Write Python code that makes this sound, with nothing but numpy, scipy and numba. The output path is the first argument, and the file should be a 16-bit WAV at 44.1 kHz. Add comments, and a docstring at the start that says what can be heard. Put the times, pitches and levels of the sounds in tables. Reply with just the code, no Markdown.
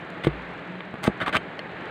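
"""A machete pares shavings off the cut end of a palm stalk, over steady forest rush, low drone and leaf ticks.
After one faint fibre tick, two short strokes crunch at 0.23 s and the stalk knocks; sparse ticks follow.
From 1.03 s seven strokes tear wet fibres, the stalk knocks again early on, and the steel rings faintly.
At 1.59 s the blade touches lightly. Noisy click trains drive the modes; filtered noise makes the forest."""
import sys
import numpy as np
from scipy import signal
from scipy.fft import rfft, irfft
from scipy.io import wavfile
from scipy.ndimage import uniform_filter1d
from numba import njit

SR = 44100
rng = np.random.default_rng(int(sys.argv[2]) if len(sys.argv) > 2 else 0)


def store_wav(level_fs):
    """Save 16-bit WAV to argv[1]."""
    pcm = np.round(np.clip(np.atleast_2d(level_fs), -1, 1) * 32767)
    wavfile.write(sys.argv[1], SR, pcm.T.astype(np.int16))


N = 83790


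def undb(db):
    """Decibels to amplitude gain."""
    return 10 ** (np.asarray(db) / 20)


def unit(x):
    """Scale to standard deviation 1."""
    return x / (np.std(x) + 1e-12)


def clock():
    """Time of every sample, s."""
    return np.arange(N) / SR


def walk(rate_hz):
    """Random wander of spread 1: noise smoothed twice by a moving mean."""
    size = max(int(SR / rate_hz), 1)
    smooth = uniform_filter1d(rng.standard_normal(N), size)
    return unit(uniform_filter1d(smooth, size))


def through(x, response):
    """Convolve a force with an impulse response."""
    return signal.fftconvolve(x, response)[:N]


def highpass(x, cut_hz):
    """Second-order Butterworth high-pass."""
    return signal.sosfilt(signal.butter(2, cut_hz, "high", fs=SR, output="sos"), x)


def colour(points):
    """Minimum-phase impulse response of unit energy with spectrum (f/Hz, level/dB)."""
    hz, db = np.array(points, float).T
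    size = 8192
    grid_hz = np.maximum(np.arange(size // 2 + 1) * SR / size, 1)
    gain = undb(np.interp(np.log(grid_hz), np.log(hz), db))
    cepstrum = irfft(np.log(gain))
    # fold the cepstrum to make the response causal
    cepstrum[1:size // 2] *= 2
    cepstrum[size // 2 + 1:] = 0
    response = irfft(np.exp(rfft(cepstrum)))
    return response / np.linalg.norm(response)


def ring(modes, wave=np.sin):
    """Impulse response: sum of exponentially decaying modes (f/Hz, t60/s, level/dB)."""
    t = clock()[:N // 2]
    response = np.zeros(len(t))
    for hz, t60_s, db in modes:
        decay = np.exp(-np.log(1000) * t / t60_s)
        response += undb(db) * wave(2 * np.pi * hz * t) * decay
    return response


def resonate(x, modes, wave=np.sin):
    """Drive modes whose joint response has unit energy."""
    response = ring(modes, wave)
    return through(x, response / np.linalg.norm(response))


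def push(start_s, length_s):
    """Contact force: a half-sine of unit area."""
    phase = np.clip((clock() - start_s) / max(length_s, 4 / SR), 0, 1)
    force = np.sin(np.pi * phase)
    return force / force.sum()


@njit
def sweep(x, hz, q):
    """State-variable band-pass with a moving centre, gain 1 there."""
    y, band, low = np.empty(len(x)), 0., 0.
    for i in range(len(x)):
        g = np.tan(np.pi * hz[i] / SR)
        v = (band + g * (x[i] + 1e-18 - low)) / (1 + g * (g + 1 / q))
        band, low, y[i] = 2 * v - band, low + 2 * g * v, v / q
    return y


FIBRE_JITTER_LOG, FIBRE_SCATTER_DB = .26, 3.5


def fibres(rate_hz):
    """One click per fibre the edge crosses, uneven in spacing and strength."""
    chance = rng.standard_normal((N // 8, 2))
    places = np.cumsum(np.exp(FIBRE_JITTER_LOG * chance[:, 0]))
    at = np.interp(places, np.cumsum(rate_hz) / SR, np.arange(N)).astype(int)
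    clicks = np.bincount(at, undb(FIBRE_SCATTER_DB * chance[:, 1]), N)
    clicks[-1] = 0  # surplus fibres pile up here
    clicks = clicks / np.sqrt(rate_hz)  # equal power at any rate
    return unit(highpass(clicks, 100))


# strokes of the edge: t/s, length/s, level/dB, swell over the stroke/dB, chatter f/Hz at start,
# chatter f/Hz at end, sizzle level/dB, steel level/dB (both re crunch)
STROKES = [(0.2343, 0.015, -29.5, 5, 2305, 3170, -26, -29),
           (0.2564, .0170, -36, 17, 1400, 1700, -23.5, -44),
           (1.031, 0.036, -32, 2.5, 1450, 1650, -16.5, -21.5),
           (1.0685, 0.0071, -22, -7, 1493, 2500, -23, -30),
           (1.2007, 0.037, -26, -2.5, 1501, 1350, -28.5, -43),
           (1.259, 0.022, -24, 7.5, 1656, 884, -27.5, -36), (1.2824, .0160, -30, -5, 900, 1500, -24.5, -42),
           (1.3250, 0.027, -23, 5, 2297, 1050, -26, -38), (1.3502, 0.02, -18.5, 5, 1080, 2790, -25.5, -36)]
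STROKE_ATTACK_S, STROKE_RELEASE_S = 0.0032, 0.0035
GRIP_DB, GRIP_HZ = 1.5, 240  # spread and smoothing rate of the effort
SHAVING_DB, SHAVING_Q = 2, 1.57


def strokes():
    """The edge chatters over fibres; the shaving resonates at the chatter rate."""
    t = clock()
    tear, sizzle_drive, steel_drive, drag = np.zeros((4, N))
    for start_s, length_s, db, swell_db, first_hz, last_hz, sizzle_db, steel_db in STROKES:
        along = np.clip((t - start_s) / length_s, 0, 1)
        attack = np.clip((t - start_s) / STROKE_ATTACK_S, 0, 1)
        release = np.exp(-np.maximum(t - start_s - length_s, 0) / STROKE_RELEASE_S)
        effort_db = db + swell_db * (along - .5) + GRIP_DB * walk(GRIP_HZ)
        effort = attack * release * undb(effort_db)
        chatter_hz = first_hz * (last_hz / first_hz) ** along
        crunch = effort * fibres(chatter_hz)
        shaving = undb(SHAVING_DB) * sweep(crunch, chatter_hz, SHAVING_Q)
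        tear += (crunch + shaving) / np.sqrt(2)
        sizzle_drive += undb(sizzle_db) * crunch
        steel_drive += undb(steel_db) * crunch
        drag += effort
    return tear, sizzle_drive, steel_drive, drag


# single fibres snapping: t/s, level/dB, sizzle level/dB (re snap)
SNAPS = [(.1025, -37, -13), (0.2465, -15, -20.5), (0.2705, -16.5, -38), (0.754, -32, -29),
         (.8060, -22.5, -36), (0.9409, -29, -24), (0.956, -28, -40), (1.028, -33.5, -16), (1.0354, -33, -5),
         (1.0400, -20, -8.5), (1.0460, -24, -10), (1.0520, -18, -26), (1.0757, -12, -24),
         (1.2154, -19.5, -34), (1.2726, -19.5, -35), (1.2807, -16.5, -34), (1.336, -18, -34),
         (1.3675, -14, -15.5), (1.5918, -24, -28)]
SNAP_DECAY_S = 0.0014


def snaps():
    """Each snapping fibre is a noise burst with exponential decay."""
    t = clock()
    tear, sizzle_drive = np.zeros((2, N))
    for start_s, db, sizzle_db in SNAPS:
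        decay = (t >= start_s) * np.exp(-np.abs(t - start_s) / SNAP_DECAY_S)
        burst = undb(db) * decay * rng.standard_normal(N)
        tear += burst
        sizzle_drive += undb(sizzle_db) * burst
    return tear, sizzle_drive


# spectrum the tearing fibres sound through: f/Hz, level/dB
PULP = [(60, -33), (130, 1.5), (300, 5), (640, 5), (900, -2.5), (1250, -3.5), (2100, -1), (2800, -6.5),
        (3600, -7.5), (4400, -22), (5500, -47), (9000, -34.5), (16000, -85)]
# resonances of the pulp: f/Hz, t60/s, level/dB
PULP_MODES = [(645, 0.12, -2), (844, 0.088, -0.5), (1152.4, 0.061, 10), (1266, 0.041, 7.5),
              (1347, .06, -16), (1482, 0.071, -0.5), (1582, 0.21, -15), (1920, 0.18, -22),
              (2065, 0.043, 1.5), (2470, 0.099, -25), (3080, 0.057, -1.5)]
PULP_DB, PULP_RING_DB = -2, -13.5  # overall; resonances re direct tear


def pulp(tear):
    """Wet pulp rings with the tear and colours it."""
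    ringing = undb(PULP_RING_DB) * resonate(tear, PULP_MODES, np.cos)
    return undb(PULP_DB) * through(tear + ringing, colour(PULP))


# spectrum of the wet sizzle at the edge: f/Hz, level/dB
SIZZLE = [(1500, -18), (4000, 1), (5000, 2), (5700, -4), (6800, -2), (8500, 1), (10000, -6), (11300, -9),
          (12400, -19), (14000, -13), (15300, -8)]


def sizzle(drive):
    """Wet sizzle: crunch and snaps through a treble spectrum."""
    return through(drive, colour(SIZZLE))


# modes of the blade: f/Hz, t60/s, level/dB
STEEL = [(4900, .07, -11), (6380, 0.074, 3), (8400, .08, 3), (9610, 0.053, -2), (14340, .05, -14)]


def steel(drive):
    """The crunch excites the decaying modes of the blade."""
    return resonate(drive, STEEL)


# shudder spectrum of the stalk: f/Hz, level/dB
SHAKE = [(25, -16), (55, -15), (85, 1), (150, 0.5), (400, -4.5), (900, -51)]
SHAKE_DB = -30
SWAY_HZ, SWAY_T60_S, SWAY_DB = 56, .3, -39


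def shudder(drag):
    """The dragging edge shakes the stalk with noise; its lowest mode sways on."""
    judder = drag / drag.max() * rng.standard_normal(N)
    shake = undb(SHAKE_DB) * through(judder, colour(SHAKE))
    sway = undb(SWAY_DB) * resonate(judder, [(SWAY_HZ, SWAY_T60_S, 0)])
    return shake + sway


def cutting():
    """Strokes and snaps drive pulp and sizzle; strokes also drive steel and stalk."""
    tear, sizzle_drive, steel_drive, drag = strokes()
    snap_tear, snap_sizzle = snaps()
    edge = pulp(tear + snap_tear) + sizzle(sizzle_drive + snap_sizzle)
    return edge + steel(steel_drive) + shudder(drag)


# knocks: t/s, level/dB, contact/s, place (0 = rim, 1 = cut face), damping by the resting blade/(dB/s)
KNOCKS = [(0.2467, -13.5, 0.0022, 0, 1100), (0.269, -2, 0.001, 0.072, 13),
          (.9400, -21.5, 0.00069, 0.83, 505), (1.0780, -3.5, .0012, 0.93, 332),
          (1.0974, -18.5, 0.0018, 1, 900)]
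# modes of the stalk: f/Hz, t60/s, level/dB struck at the rim, level/dB struck on the face
STALK = [(57.7, 0.58, -26, -37), (147.4, 0.096, -8.5, -21), (211, 0.036, -16, 1), (332, 0.055, -5.5, -9.5),
         (448, 0.066, -15, -11.5), (625, 0.066, -51, -6)]
DISPERSION_HZ = 440  # below this the jolt travels slowly along the stalk


def knocks():
    """The blade jolts the stalk; place sets the mode mix, the resting blade damps it."""
    t = clock()[:N // 2]
    jolts = np.zeros(N)
    for start_s, db, contact_s, place, damping_db_per_s in KNOCKS:
        modes = [(hz, t60_s, rim_db + place * (face_db - rim_db))
                 for hz, t60_s, rim_db, face_db in STALK]
        response = ring(modes, np.cos) * undb(-damping_db_per_s * t)
        jolts += undb(db) * through(push(start_s, contact_s), response)
    # first-order all-pass: delays the lows most
    lag = np.tan(np.pi * DISPERSION_HZ / SR)
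    return signal.lfilter([lag - 1, lag + 1], [lag + 1, lag - 1], jolts)


# light touches of the blade: t/s, level/dB
TOUCHES = [(1.5925, -30.5)]
# modes the touch rings: f/Hz, t60/s, level/dB
CLINK = [(2070, 0.05, -6), (2910, 0.011, 5.5), (3150, 0.026, -3), (4290, 0.021, -2.5), (4380, 0.016, -18),
         (8300, 0.012, -16)]
TOUCH_CONTACT_S = .0001


def clink():
    """A light touch as the blade is drawn back: a brief push rings the modes."""
    force = sum(undb(db) * push(start_s, TOUCH_CONTACT_S) for start_s, db in TOUCHES)
    return through(force, ring(CLINK))


# spectrum of the forest: f/Hz, level per Hz/dB
FOREST = [(20, -14), (35, -33), (55, -22), (95, -12), (140, -5), (200, -9.5), (290, -5), (400, -6.5),
          (600, -8), (800, -8.5), (1000, -11.5), (1700, -9.5), (2300, -14), (3000, -21.5), (4000, -28),
          (4700, -39), (5500, -51.5), (6900, -49), (8500, -52), (10000, -63), (15500, -63)]
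FOREST_DB, FOREST_WAVER_DB, FOREST_WAVER_HZ = -38, 1, 4.1


def rush():
    """Steady distant rush: coloured noise with a slight waver in level."""
    noise = unit(through(rng.standard_normal(N), colour(FOREST)))
    return undb(FOREST_DB + FOREST_WAVER_DB * walk(FOREST_WAVER_HZ)) * noise


# level of the low drone: t/s, level/dB
DRONE = [(0, -45.5), (.5, -48), (.7, -43), (.9, -45), (1.4, -47), (1.9, -51)]
DRONE_HZ, DRONE_WIDTH_HZ = 180, 13


def drone():
    """Low wavering drone: noise in one narrow resonance."""
    hz = np.arange(N // 2 + 1) * SR / N
    resonance = 1 / (1 + ((hz - DRONE_HZ) / DRONE_WIDTH_HZ) ** 2)
    hum = unit(irfft(rfft(rng.standard_normal(N)) * resonance, N))
    times_s, levels_db = np.array(DRONE).T
    return hum * undb(np.interp(clock(), times_s, levels_db))


# spectrum of the leaf ticks: f/Hz, level/dB
LEAF = [(1000, -8), (3000, 0.5), (5000, -5), (8000, -11), (11000, -26), (16000, -30)]
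LEAF_TICKS_PER_S, LEAF_DB, LEAF_SCATTER_DB = 30, -73, 3.5


def leaves():
    """Tiny leaf ticks: random impulses of uneven strength, coloured."""
    hits = rng.random(N) < LEAF_TICKS_PER_S / SR
    ticks = hits * undb(LEAF_SCATTER_DB * rng.standard_normal(N))
    return undb(LEAF_DB) * unit(through(ticks, colour(LEAF)))


def scene():
    """Blade and stalk in front of the forest."""
    return (cutting() + knocks() + clink() + rush() + drone() + leaves())[None]


LOW_CUT_HZ, TOP_HZ = 30, 15550


def record(dry):
    """High-pass drops the deepest bass; steep elliptic low-pass cuts the top treble."""
    wet = highpass(dry, LOW_CUT_HZ)
    return signal.sosfilt(signal.ellip(10, .2, 80, TOP_HZ, fs=SR, output="sos"), wet)


dry = scene()
out = record(dry)
store_wav(out)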